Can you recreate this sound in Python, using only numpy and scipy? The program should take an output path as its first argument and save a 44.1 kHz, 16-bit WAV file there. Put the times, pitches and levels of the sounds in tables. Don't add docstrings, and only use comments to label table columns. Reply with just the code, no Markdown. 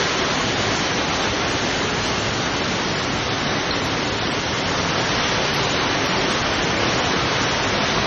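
import sys
import numpy as np
from scipy import signal
from scipy.fft import rfft, irfft, next_fast_len
from scipy.io import wavfile
from scipy.ndimage import uniform_filter1d, map_coordinates

SR = 44100
rng = np.random.default_rng(int(sys.argv[2]) if len(sys.argv) > 2 else 0)


def to_wav(sig):
    pcm = np.clip(np.atleast_2d(sig), -1, 1) * 32767
    pcm = np.round(pcm).astype(np.int16)
    wavfile.write(sys.argv[1], SR, pcm.T)


def volts_from_decibels(level):
    exponent = np.asarray(level, float) / 20
    return 10 ** exponent


N = 355754
THIN_S = 3.2
FINE_HZ, FINEST_HZ = 5900, 6800


def unit(x):
    return x / np.sqrt(np.mean(x ** 2) + 1e-20)


def along(points, hz):
    f, v = np.transpose(points)
    return np.interp(np.log(hz + 1), np.log(f + 1), v)


def wobble(rate):
    knots = rng.standard_normal(int(N * 40 / SR) + 4)
    return map_coordinates(knots, [np.arange(N) * np.clip(rate, .1, 40) / SR])


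def filtered(x, response):
    m = next_fast_len(N + 8192)
    return irfft(rfft(x, m) * response(np.fft.rfftfreq(m, 1 / SR)), m)[:N]


def rain():
    # frequency_hz, level_db (per Hz)
    drum_spectrum = [(18, -73.5), (25, -27.5), (32, -21), (40, -1), (60, 2.5), (85, 3.5), (108, 3.5),
                     (130, 6.5), (250, 5), (380, 3.5), (500, -16), (800, -24), (1300, -120)]
    # frequency_hz, level_db (per Hz)
    patter_spectrum = [(250, -19.5), (400, -1), (700, -2.5), (1000, -3.5), (1500, -4.5), (2200, -6.5),
                       (3000, -11), (3800, -26), (5000, -120)]
    # frequency_hz, level_db (per Hz)
    splash_spectrum = [(2200, -120), (2400, -14), (3000, 0), (4000, -.5), (4500, -2), (4900, -4.5),
                       (5600, -3), (6250, -3.7), (6330, -7), (6850, -9), (6920, -11.5), (7100, -14.5),
                       (7350, -20), (7420, -140)]
    # time_s, angle_deg
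    heading = [(0, 28), (.5, 85), (1, 65), (1.6, 97), (2.3, 150), (3.5, 200), (4.5, 163), (5.1, 33),
               (5.8, 14), (6.5, 28), (7.3, 17), (8.07, 36)]
    t = np.arange(N) / SR
    angle = np.radians(np.interp(t, *np.transpose(heading)))
    away = (1 - np.cos(angle)) / 2
    gust = wobble(9)

    drum_db = -28 - 0.4 * away + 0.1838 * t + 0.22 * gust
    patter_db = -22 - 2.5 * away + 0.1 * gust + 0.047 * wobble(14)
    splash_db = -27 - 2 * away + 0.26 * gust + 0.41 * wobble(20)

    drum = drops(drum_spectrum, share=.02, spread_db=3.5, far_db=5.5, patchy_db=-0.13)
    patter = drops(patter_spectrum, share=.05, spread_db=3, far_db=6.0, patchy_db=.5)
    splash = drops(splash_spectrum, share=.08, spread_db=3.5, far_db=5.0, patchy_db=0.73)
    return volts_from_decibels(drum_db) * drum + volts_from_decibels(patter_db) * patter + thinning(volts_from_decibels(splash_db) * splash)


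def drops(spectrum, share, spread_db, far_db, patchy_db):
    draw = rng.random((3, N))
    size = volts_from_decibels(-spread_db * np.log(np.maximum(draw[1], 1 / 40)))
    blows = unit((draw[0] < share) * size * np.sign(draw[2] - .5))
    mix = blows + volts_from_decibels(-3.5) * ringing(blows) + volts_from_decibels(far_db) * rng.standard_normal(N)

    z = signal.stft(mix, nperseg=512)[2]
    field = uniform_filter1d(rng.standard_normal(z.shape), size=5, axis=0)
    field = uniform_filter1d(field, size=10, axis=1)
    mix = signal.istft(z * volts_from_decibels(patchy_db * unit(field)), nperseg=512)[1][:N]
    return unit(filtered(mix, lambda hz: volts_from_decibels(along(spectrum, hz))))


def ringing(x):
    # frequency_hz, t60_s
    shelter = [(100, 0.28), (1000, 0.28), (6000, 0.12)]
    hz, t, z = signal.stft(rng.standard_normal(SR // 2), SR, nperseg=256)
    decay = volts_from_decibels(-60 * t / along(shelter, hz)[:, None])
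    tail = signal.istft(z * decay, SR, nperseg=256)[1]
    out = np.zeros(N + SR)
    for part in np.array_split(np.arange(N), 24):
        signs = rng.choice([-1, 1], len(tail) // 64 + 1).repeat(64)[:len(tail)]
        answer = signal.fftconvolve(x[part], tail * signs)
        out[part[0]:part[0] + len(answer)] += answer
    return unit(out[:N])


def thinning(splash):
    early_db, late_db, flicker_db, over_s = .5, -3.5, 1.5, .3
    late = (1 + np.tanh((np.arange(N) / SR - THIN_S) / over_s)) / 2
    fine_db = early_db + (late_db - early_db) * late + flicker_db * wobble(10)
    fine = filtered(splash, lambda hz: np.clip((hz - FINE_HZ) / (FINEST_HZ - FINE_HZ), 0, 1))
    return splash + (volts_from_decibels(fine_db) - 1) * fine


def pings():
    # start_s, peak_db, pitch_hz, t60_s
    near_drops = [
        (.40, -22, 1100, .12),
        (3.708, -13, 4190, .045),
        (3.722, -20, 4120, .04),
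        (5.29, -23, 3450, .08),
    ]
    out, t = np.zeros(N + SR), np.arange(SR // 5) / SR
    for s, db, hz, t60 in near_drops:
        pair = np.sin(2 * np.pi * hz * t) + .45 * np.sin(2 * np.pi * .94 * hz * t)
        attack = 1 - np.exp(-(t / .001) ** 2)
        out[round(s * SR):][:len(t)] += volts_from_decibels(db - 60 * t / t60) * attack * pair
    return out[:N]


def blips():
    # centre_s, peak_db, centre_hz, spread_hz
    bursts = [
        (.394, -59, 10680, 690),
        (1.509, -52, 7950, 690),
        (2.066, -49, 7930, 400),
        (2.089, -58, 11050, 30),
        (3.854, -51, 11200, 260),
        (4.318, -49, 7770, 580),
        (5.549, -46.5, 11440, 520),
        (6.060, -53.5, 11450, 280),
        (6.315, -47, 8060, 217),
    ]
    gain_db = 4
    out, t = np.zeros(N + SR), np.arange(-900, 900) / SR
    for s, db, hz, spread_hz in bursts:
        tones = hz + spread_hz * (rng.random((5, 1)) - .5)
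        cluster = np.sin(2 * np.pi * (tones * t + rng.random((5, 1)))).sum(axis=0)
        swell = volts_from_decibels(db + gain_db) * np.hanning(len(t))
        out[round(s * SR) - len(t) // 2:][:len(t)] += swell * unit(cluster)
    return out[:N]


def panels():
    # frequency_hz, width_hz, level_db (rms)
    modes = [(108.7, 19, -39.5), (280, 47, -40), (378, 44, -47.5)]
    hum = np.zeros(N)
    for hz, width_hz, db in modes:
        def mode(f):
            damping = 1j * f * width_hz
            resonance = damping / (hz * hz - f * f + damping)
            return resonance ** 2 * (f < 8 * hz)

        hum += volts_from_decibels(db + 0.98 * wobble(2.4)) * unit(filtered(rng.standard_normal(N), mode))
    return hum


def scene():
    return np.tile(rain() + pings() + blips() + panels(), (2, 1))


def starved(x):
    # frequency_hz, signal_over_step_db
    step_ratio = [(200, 8), (800, 4), (1600, 1), (3000, -1.8), (4300, -3.2), (4850, -5.5), (5300, -3.8),
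                  (6000, -6), (6250, -6.5), (6400, -10), (7500, -11)]
    # time_s, peak_db, pitch_hz
    chirps = [(0.046, -44, 6901), (0.139, -49, 6901), (0.139, -48, 6880), (0.185, -47, 6944),
              (0.301, -47, 6815), (0.348, -45, 6966), (0.418, -42, 6901), (0.441, -46, 6880),
              (0.487, -45, 6837), (0.534, -48, 6837), (0.627, -46, 6837), (0.719, -47, 6923),
              (0.766, -45, 6901), (0.766, -45, 7224), (0.789, -46, 6815), (0.859, -49, 6944),
              (1.091, -47, 6923), (1.161, -49, 6815), (1.23, -47, 7461), (1.532, -45, 6837),
              (1.532, -45, 6858), (1.625, -48, 7074), (1.695, -45, 7224), (1.741, -48, 6858),
              (1.764, -49, 6858), (1.788, -47, 6880), (1.834, -48, 6880), (1.857, -48, 6837),
              (1.904, -47, 7031), (1.973, -45, 6858), (2.043, -45, 6944), (2.043, -45, 7074),
              (2.205, -49, 6988), (2.205, -48, 6858), (2.205, -48, 7203), (2.205, -48, 7311),
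              (2.345, -48, 6944), (2.345, -48, 7009), (2.368, -51, 6837), (2.414, -50, 6837),
              (2.531, -48, 6988), (2.623, -50, 6837), (2.716, -47, 6901), (2.74, -47, 6815),
              (2.763, -51, 6880), (2.925, -49, 6815), (2.972, -47, 6901), (2.972, -47, 6923),
              (2.995, -48, 7224), (3.041, -48, 7289), (3.134, -47, 6837), (3.181, -47, 7246),
              (3.413, -45, 6880), (3.97, -47, 6665), (4.063, -42, 6772), (4.086, -47, 6665),
                   (4.133, -47, 6600), (4.133, -47, 6794), (4.179, -45, 6988), (4.411, -42, 6665),
                   (4.551, -47, 6729), (4.551, -47, 6837), (4.597, -47, 7031), (4.597, -47, 7095),
                   (4.69, -47, 6665), (4.69, -47, 6729), (4.69, -46, 6600), (4.69, -46, 6621),
                   (4.69, -46, 6686), (4.713, -46, 6665), (4.713, -45, 6772), (4.76, -47, 6621),
                   (5.015, -44, 6751), (5.062, -44, 6923), (5.294, -46, 7052), (5.456, -44, 6686),
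                   (5.642, -46, 6751), (5.642, -46, 6794), (5.642, -45, 6837), (5.712, -46, 6621),
                   (5.712, -46, 6708), (5.712, -46, 6858), (5.712, -46, 6880), (5.712, -45, 6578),
                   (5.712, -45, 6643), (5.712, -45, 6837), (5.712, -44, 6729), (5.99, -43, 6557),
                   (6.106, -44, 6772), (6.199, -45, 6772), (6.339, -41, 6708), (6.408, -41, 6621),
                   (6.64, -41, 6837), (6.687, -45, 6621), (6.78, -44, 7031), (6.826, -45, 6578),
                   (6.919, -46, 6557), (6.919, -46, 6578), (6.919, -46, 6621), (6.942, -44, 6621),
                   (6.942, -43, 6557), (6.989, -41, 6751), (7.058, -42, 6708), (7.337, -43, 6600),
                   (7.43, -44, 6557), (7.43, -44, 6794), (7.43, -44, 6880), (7.523, -45, 7009),
                   (7.639, -44, 6988), (7.685, -41, 6729), (7.755, -46, 6557), (7.871, -43, 6621),
              (3.761, -48, 6837),
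        (3.831, -48, 6880),
        (3.831, -48, 7140),
        (3.854, -49, 6880),
        (4.829, -49, 6772),
        (4.876, -47, 6815),
        (6.548, -47, 7440),
        (7.244, -47, 6858),
    ]
    # time_s, centre_hz
    gaps = [(0.162, 4911), (0.232, 5988), (0.371, 4911), (1.207, 4911), (1.277, 4911), (1.323, 4911),
            (1.532, 5428), (1.811, 5988), (1.857, 4911), (2.205, 4911), (2.322, 5988), (2.623, 4911),
            (2.623, 5988), (2.972, 5988), (3.204, 4437), (3.297, 5988), (3.715, 4911), (3.738, 5988),
            (3.808, 4437), (3.831, 5428), (3.901, 5988), (4.017, 5988), (4.063, 4911), (4.063, 5988),
            (4.11, 5988), (4.202, 5428), (4.202, 5988), (4.249, 5988), (4.481, 4911), (4.551, 4437),
            (4.644, 5988), (4.713, 5988), (4.922, 5988), (4.969, 5988), (5.247, 4911), (5.619, 5988),
            (5.805, 5428), (5.874, 4437), (6.153, 4911), (6.269, 4911), (6.362, 4437), (6.431, 5988),
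            (6.594, 5988), (6.617, 4911), (6.64, 4437), (6.64, 4911), (6.896, 4911), (7.012, 5988),
            (7.058, 4911), (7.151, 5988), (7.198, 4911), (7.384, 4911), (7.476, 4911), (7.662, 4437),
            (7.662, 4911)]
    gap_share = .105
    hop, first = 1024, 1005
    edge_early_hz, edge_late_hz, chirp_top_hz = 6800, 6545, 7600
    frame_swing_db, range_swing_db, round_up = 2.2, .8, .4

    n = np.arange(2 * hop)
    hz = (np.arange(hop) + .5) * SR / (2 * hop)
    hz = hz[hz < chirp_top_hz]
    rise = np.cumsum(np.kaiser(hop + 1, 4 * np.pi))
    window = np.sqrt(np.r_[rise[:-1], rise[-2::-1]] / rise[-1])
    lines = window[:, None] * np.cos(2 * np.pi * (n[:, None] + (hop + 1) / 2) * hz / SR)
    at = np.arange(first, N + 2 * hop, hop)[:, None] + n
    s = (at[:, hop] - hop) / SR
    full = np.pad(x, (hop, 4 * hop))[at] @ lines

    usual = uniform_filter1d(np.mean(full ** 2, axis=0), size=9)
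    low = hz < FINE_HZ
    loudness = uniform_filter1d(np.mean(full[:, low] ** 2 / usual[low], axis=1), size=15)
    ranges = rng.standard_normal((len(s), len(hz) // 24 + 1)).repeat(24, axis=1)[:, :len(hz)]
    lean_db = frame_swing_db * rng.standard_normal((len(s), 1)).clip(-2, 1) + range_swing_db * ranges
    step = np.sqrt(np.abs(loudness[:, None] * usual) + 1e-12) * volts_from_decibels(lean_db - along(step_ratio, hz))
    kept = np.sign(full) * step * np.floor(np.abs(full) / step + round_up)

    def frame(time_s):
        return np.abs(s - time_s).argmin()

    for t, centre_hz in gaps:
        kept[frame(t), np.abs(hz - centre_hz) < gap_share * centre_hz / 2] = 0
    edge_hz = np.where(s < THIN_S, edge_early_hz, edge_late_hz)
    kept[hz > edge_hz[:, None]] = 0
    for t, db, line_hz in chirps:
        line = np.abs(hz - line_hz).argmin()
        kept[frame(t), line] = volts_from_decibels(db) * hop / np.sqrt(2) * rng.choice([-1, 1])

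    change = (kept - full) @ lines.T * 2 / hop
    return x + np.bincount(at.ravel(), change.ravel())[hop:hop + N]


def low_pass(x):
    return signal.sosfilt(signal.butter(12, 11700, fs=SR, output="sos"), x)


def record(dry):
    start_db, settle_s = 1.5, 0.033
    settling = volts_from_decibels(start_db * np.exp(-np.arange(N) / SR / settle_s))
    mix = np.tile(starved(dry[0] * settling), (2, 1))
    return low_pass(mix)


dry = scene()
out = record(dry)
to_wav(out)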